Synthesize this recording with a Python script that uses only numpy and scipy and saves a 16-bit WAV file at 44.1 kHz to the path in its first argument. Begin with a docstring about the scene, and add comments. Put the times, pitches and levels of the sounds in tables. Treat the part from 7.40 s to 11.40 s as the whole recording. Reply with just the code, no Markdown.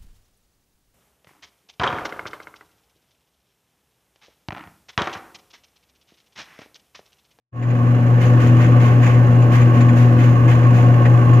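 """Roller mill running empty

An electric mill fades in, heard from just above its steel hopper. The motor hums at twice the mains
frequency and beats against the tones of the turning rollers. The drive chatters into the frame and
the hopper sheets, a whine comes in pulses; now and then the rollers scrape and a loose part ticks."""
import sys
import numpy as np
from scipy import signal
from scipy.fft import rfft, irfft
from scipy.io import wavfile
from scipy.ndimage import uniform_filter1d

SR = 44100
rng = np.random.default_rng(int(sys.argv[2]) if len(sys.argv) > 2 else 0)


def to_wav(sig):
    """Store sig (one row per channel, or 1-D mono) as 16-bit WAV at the path in sys.argv[1].

    Samples outside -1..1 are clipped; the rate is SR.
    """
    pcm = np.clip(np.atleast_2d(sig), -1, 1) * 32767
    pcm = np.round(pcm).astype(np.int16)
    wavfile.write(sys.argv[1], SR, pcm.T)  # frames by channels


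N = 176400

HUM_HZ, ROLLER_HZ, DRIVE_HZ = 120.02, 15.585, 25.7
BEAT_PEAK_S = 2.65  # hum and 8th roller harmonic in phase


def undb(db):
    return 10 ** (np.asarray(db) / 20)


def clock():
    return np.arange(N) / SR


def bins():
    return np.maximum(np.arange(N // 2 + 1) * SR / N, 1)


def gain_curve(rows):
    """Gain over time from (t/s, level/dB) points."""
    return undb(np.interp(clock(), *np.array(rows).T))


def per_bin(rows, column=1):
    """Table column interpolated over log frequency."""
    rows = np.array(rows)
    return np.interp(np.log(bins()), np.log(rows[:, 0]), rows[:, column])


def drift(rate_hz):
    """Smooth random drift, rms 1."""
    slow = irfft(rfft(rng.standard_normal(N)) / (1 + (bins() / rate_hz) ** 4), N)
    return (slow - slow.mean()) / slow.std()


def pan(side_db):
    return undb(np.array([[1], [-1]]) * side_db / 2)


def knocks(rate_hz, decay_s, scatter_db, depth):
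    """Force of rms 1 that jumps once a cycle by a random, capped amount."""
    cycles = rate_hz * clock() + 1 + .04 * drift(4.2)
    size = undb(scatter_db * np.minimum(rng.standard_normal(N), 1))[cycles.astype(int)]
    force = 1 + depth * size * np.exp(-(cycles % 1) / rate_hz / decay_s)
    return force / np.sqrt(np.mean(force ** 2))


def burst(start_s, attack_s, hold_s, decay_s):
    """Linear attack; exponential decay from hold_s after the start."""
    age = clock() - start_s
    return np.clip(age / attack_s, 0, 1) * np.exp(-np.maximum(age - hold_s, 0) / decay_s)


# Microphone pair: f/Hz, coherence/0-1, left lead/rad, L-R/dB, reflected share/0-1
MIC_PAIR = [(60, 1, 0.21, 5.5, 0.18), (251, 1, 0.18, -5.5, 0.07), (704, 0.8, 0.084, -3.5, 0),
            (880, 0.2, 0.99, -6.5, 0.2), (1102, 0.83, 1.67, 0.5, 0.09), (1330, .65, 2.03, -1.5, .65),
            (2200, 0.9, 0.97, 0.5, .65), (3980, 0.2, 1.5, 0.5, 0.7), (6700, 0.4, 1, 9, 0.9),
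            (9450, .45, 0.77, 6, .5), (13000, .45, 1.5, 1, .5)]
COHERENCE, LEAD_RAD, SIDE_DB, REFLECTED = 1, 2, 3, 4  # columns


def contact(force, grit_db):
    """Left and right spectra of gritty contact noise that follows a force."""
    grit = undb(grit_db * drift(900))
    grit /= np.sqrt(np.mean(grit ** 2))
    left, unrelated = rfft(rng.standard_normal((2, N)) * force * grit)
    coherence = np.clip(per_bin(MIC_PAIR, COHERENCE), 0, 1)
    lag = np.exp(-1j * per_bin(MIC_PAIR, LEAD_RAD))
    right = coherence * left * lag + np.sqrt(1 - coherence ** 2) * unrelated
    return np.array([left, right])


def colour(spectra, density):
    """Noise shaped to a broad spectral density."""
    gain = undb(per_bin(density)) * np.sqrt(SR / 2)
    return irfft(spectra * gain * pan(per_bin(MIC_PAIR, SIDE_DB)), N)


def ring(spectra, modes):
    """Noise through steep resonances, each with its own level and side."""
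    f, body = bins(), 0
    for hz, width_hz, db, side_db in modes:
        detuning = (f / hz - hz / f) * hz / (width_hz * np.pi / 2)
        band = 1 / (1 + 1j * detuning) ** 2
        band /= np.sqrt(np.mean(abs(band) ** 2))
        body = body + band * undb(db) * pan(side_db)
    return irfft(spectra * body, N)


def hopper(spectra, t60_s=.054, gap_s=.00081):
    """Dense reflections between the steel walls, different at each microphone; smear without ringing."""
    t = clock()
    echoes = rng.standard_normal((2, N)) * undb(-60 * t / t60_s) * (t > gap_s)
    echoes /= np.sqrt(np.sum(echoes ** 2, axis=1, keepdims=True))
    wet = np.clip(per_bin(MIC_PAIR, REFLECTED), 0, 1)
    walls = np.sqrt(1 - wet) + np.sqrt(wet) * rfft(echoes)
    smoothed_power = uniform_filter1d(abs(walls) ** 2, size=400, axis=1)
    return spectra * walls / np.sqrt(smoothed_power)


# Hiss: f/Hz, density/(dB/Hz)
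HISS_DENSITY = [(5000, -93.5), (8000, -100), (10300, -101), (12500, -94.5), (15000, -98.5)]


def hiss():
    """Faint, steady, slightly grainy hiss."""
    return colour(contact(force=.96, grit_db=1.7), HISS_DENSITY)


# Ticks: t/s, level/dB, extra in the upper two modes/dB
TICK_EVENTS = [(0.220, 3, -2), (0.297, 1, -9), (1.235, -1, -5), (1.626, 3, -1), (1.66, 1, -2.5),
               (1.737, -3.5, 0.5), (2.014, -5, 1.5), (2.209, -1, 0), (2.403, 4.5, -0.5), (2.482, 0.5, -2),
               (3.649, 4, -12), (3.926, -4, 3)]
# Modes of the loose part: f/Hz, width/Hz, level/dB, L-R/dB
PART_MODES = [(1900, 480, -29, 0.5), (2300, 200, -39.5, 3), (2670, 1200, -43.5, 2), (6830, 340, -46.5, 14)]


def ticks(attack_s=.006, decay_s=.011):
    """A loose steel part knocks dully or ticks brightly in the hopper, its high ring on the left."""
    force = bright_force = 0
    for start_s, db, bright_db in TICK_EVENTS:
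        hit = undb(db) * burst(start_s, attack_s, attack_s, decay_s)
        force += hit
        bright_force += hit * undb(bright_db)
    knock = ring(hopper(contact(force, grit_db=-1)), PART_MODES[:2])
    tick = ring(hopper(contact(bright_force, grit_db=5)), PART_MODES[2:])
    return knock + tick


# Scrapes: t/s, level/dB, hold/s, bite (extra below bite_top_hz)/dB
SCRAPE_EVENTS = [(0.795, 2, 0.035, -1), (0.987, -1, 0.072, -1), (1.18, -3, .055, 2),
                 (1.388, -2, 0.094, -0.5), (1.608, -2.5, 0.09, 1), (2.108, 2, 0.05, 0),
                 (2.326, -5.5, 0.06, 2.5), (2.551, 0.5, .04, -2.5), (2.775, -1, 0.062, 0.5),
                 (3.067, 0, 0.047, 1), (3.325, -2.5, 0.075, -1.5)]
# Scraping steel: f/Hz, density/(dB/Hz)
SCRAPE_DENSITY = [(500, -76.5), (1300, -62.5), (2200, -62), (3000, -69.5), (3800, -79), (5700, -85),
                  (6700, -78), (7700, -91.5), (10000, -93), (13000, -89.5), (15000, -95.5)]


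def scrapes(attack_s=.018, decay_s=.063, bite_top_hz=3600):
    """Short steel scrapes rattle with the turning rollers and die away in the hopper."""
    rattle = knocks(2 * ROLLER_HZ, decay_s=.012, scatter_db=4.5, depth=.24)
    force = bite_force = 0
    for start_s, db, hold_s, bite_db in SCRAPE_EVENTS:
        rub = undb(db) * burst(start_s, attack_s, hold_s, decay_s) * rattle
        force += rub
        bite_force += rub * undb(bite_db)
    bite = contact(bite_force, grit_db=2.5)
    treble = contact(force, grit_db=4.5)
    return colour(hopper(np.where(bins() < bite_top_hz, bite, treble)), SCRAPE_DENSITY)


# Whine: f/Hz, level/dB
WHINE_TONES = [(1081, -43), (1097.5, -38.5)]
# Added swells: t/s, level re steady whine/dB
WHINE_SWELLS = [(.16, 9), (.41, 3.5), (1.189, -2), (1.48, 5), (1.71, -4), (2.11, 0.5), (2.35, 5.5),
                (2.461, 6), (2.972, 2), (3.28, 4), (3.45, 1.5), (3.61, 6.5), (3.72, -2), (3.851, 4),
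                (3.929, 6)]


def whine(waver_rad=.7, swell_half_s=.04, side_db=-5):
    """Two close, wavering tones beat together and swell again and again."""
    t = clock()
    swell = 1 + sum(undb(db) * np.exp(-((t - peak_s) / swell_half_s) ** 2)
                    for peak_s, db in WHINE_SWELLS)
    pair = sum(undb(db) * np.sqrt(2) * np.sin(2 * np.pi * hz * t + waver_rad * drift(13))
               for hz, db in WHINE_TONES)
    left = rfft(pair * swell)
    right = left * np.exp(-1j * per_bin(MIC_PAIR, LEAD_RAD))
    return irfft(np.array([left, right]), N) * pan(side_db)


# Hopper sheet modes: f/Hz, width/Hz, level/dB, L-R/dB
SHEET_MODES = [(1075.5, 41, -40, -7), (1158.6, 38, -36, -5), (1486, 27, -46, -9.5), (1556, 31, -42.5, -5),
               (1690, 58, -46, -3), (2070, 120, -48, -5.5), (2566, 82, -51, 5.5), (2823, 150, -47.5, -4.5),
               (3314, 93, -58, 3), (4096, 84, -61.5, 0), (6620, 330, -62.5, 17.5)]
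# Drive chatter: f/Hz, density/(dB/Hz)
CHATTER_DENSITY = [(400, -89), (900, -63.5), (1370, -66.5), (1900, -67.5), (2800, -75), (3600, -88.5),
                   (5500, -93), (8000, -101), (15000, -110)]


def drive():
    """The drive chatters twice a turn, buzzes with the hum and rings the hopper sheets."""
    force = knocks(DRIVE_HZ, decay_s=.0086, scatter_db=2, depth=.7)
    force *= knocks(2 * DRIVE_HZ, decay_s=.0024, scatter_db=8.5, depth=.47)
    force *= knocks(2 * HUM_HZ, decay_s=.00046, scatter_db=3, depth=.8)
    sheets = ring(contact(force, grit_db=2.5), SHEET_MODES)
    chatter = colour(hopper(contact(force, grit_db=3)), CHATTER_DENSITY)
    return sheets + chatter


# Frame modes: f/Hz, width/Hz, level/dB, L-R/dB
FRAME_MODES = [(184.8, 10, -37, -1.5), (226.3, 15, -39.5, -6.5), (255.7, 12, -32.5, 1.5),
               (276.6, 5.9, -35, 0), (324.1, 4, -31.5, -2), (377.8, 34, -39, 0.5), (428.4, 11, -41, -8),
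               (453, 9.9, -42, -4.5), (489.2, 16, -36.5, 3.5), (561, 27, -35.5, 5), (713.6, 6.8, -41.5, 3),
               (727, 14, -38.5, -1), (825.6, 7.2, -43.5, -8)]
# Bearing rumble: f/Hz, density/(dB/Hz)
RUMBLE_DENSITY = [(22, -80.5), (45, -69), (70, -58), (100, -50.5), (150, -57), (205, -66), (260, -64),
                  (400, -61.5), (600, -61.5), (900, -65), (1400, -71.5), (3000, -110)]


def frame():
    """The rollers jolt the frame twice a turn, over the rumble of their bearings."""
    force = knocks(ROLLER_HZ, decay_s=.0025, scatter_db=2, depth=.7)
    force *= knocks(2 * ROLLER_HZ, decay_s=.015, scatter_db=2.5, depth=1.2)
    ringing = ring(contact(force, grit_db=1), FRAME_MODES)
    rumble = colour(contact(force, grit_db=2.5), RUMBLE_DENSITY)
    return ringing + rumble


# Roller tones: multiple of ROLLER_HZ, level/dB, L-R/dB
ROLLER_HARMONICS = [(5, -42, 4.5), (6, -38.5, 2), (10, -34.5, -1), (11, -32, 4.5), (12, -37, -2),
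                    (15, -34, 0), (17, -38.5, -5.5), (18, -33, -1), (20, -38, 4), (24, -38, 1.5),
                    (31, -43, 2), (32, -37.5, -0.5), (33, -39.5, -9)]


def rollers(beat_db=-28, beat_side_db=2.5, slip_rad=.072, flutter_db=2):
    """Harmonics of the turning rate; the eighth lies next to the hum and makes it throb."""
    angle = 2 * np.pi * ROLLER_HZ * (clock() - BEAT_PEAK_S)
    tones = np.sqrt(2) * np.sin(8 * angle) * undb(beat_db) * pan(beat_side_db)
    angle += slip_rad * drift(1.86)
    for k, db, side_db in ROLLER_HARMONICS:
        tone = np.sqrt(2) * np.cos(k * angle + rng.uniform(0, 2 * np.pi))
        tones += tone * undb(db + flutter_db * drift(8.3)) * pan(side_db)
    return tones


# Motor hum: multiple of HUM_HZ, level/dB, L-R/dB, flutter/dB
HUM_HARMONICS = [(1, -10.5, 2.5, 0.47), (2, -25.5, 2, 1.5), (3, -40, 2, 0.5), (5, -41.5, -13, 1.5),
                 (6, -49.5, -3.5, -2.5), (15, -51, -18, 2)]
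# Gain of the hum's octave: t/s, level/dB
OCTAVE_GAIN = [(.28, -1.5), (.42, 5.5), (.8, -2), (1.13, 1.5), (2.1, -1), (2.52, 7), (2.78, 4.5), (3.0, -3),
               (4, -1.5)]


def motor():
    """Magnetic hum: clean harmonics flutter in level; the octave swells early and past midway."""
    phase = 2 * np.pi * HUM_HZ * (clock() - BEAT_PEAK_S)
    hum = 0
    for k, db, side_db, flutter_db in HUM_HARMONICS:
        tone = np.sqrt(2) * np.sin(k * phase) * undb(db + flutter_db * drift(13))
        if k == 2:
            tone *= gain_curve(OCTAVE_GAIN)
        hum += tone * pan(side_db)
    return hum


def scene():
    """The running mill, in stereo."""
    return motor() + rollers() + frame() + drive() + whine() + scrapes() + ticks() + hiss()


# Overall gain: t/s, level/dB
FADE_IN = [(0, -77), (.112, -90), (.13, -28), (.16, -17), (.21, -12.5), (.29, -6.5), (.45, -3.5), (.6, -3),
           (1.0, -0.22), (3.1, -0.27), (4, 0.5)]


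def record(dry, notch_hz=11220, notch_width_hz=530, notch_db=-18, top_hz=15400):
    """The microphone has a narrow dip in the top treble; the level fades in and the top is cut."""
    notch = undb(notch_db * np.exp(-((bins() - notch_hz) / notch_width_hz) ** 2))
    heard = irfft(rfft(dry) * notch, N) * gain_curve(FADE_IN)
    lowpass = signal.ellip(10, .2, 80, top_hz, fs=SR, output="sos")
    return signal.sosfilt(lowpass, heard)


dry = scene()
out = record(dry)
to_wav(out)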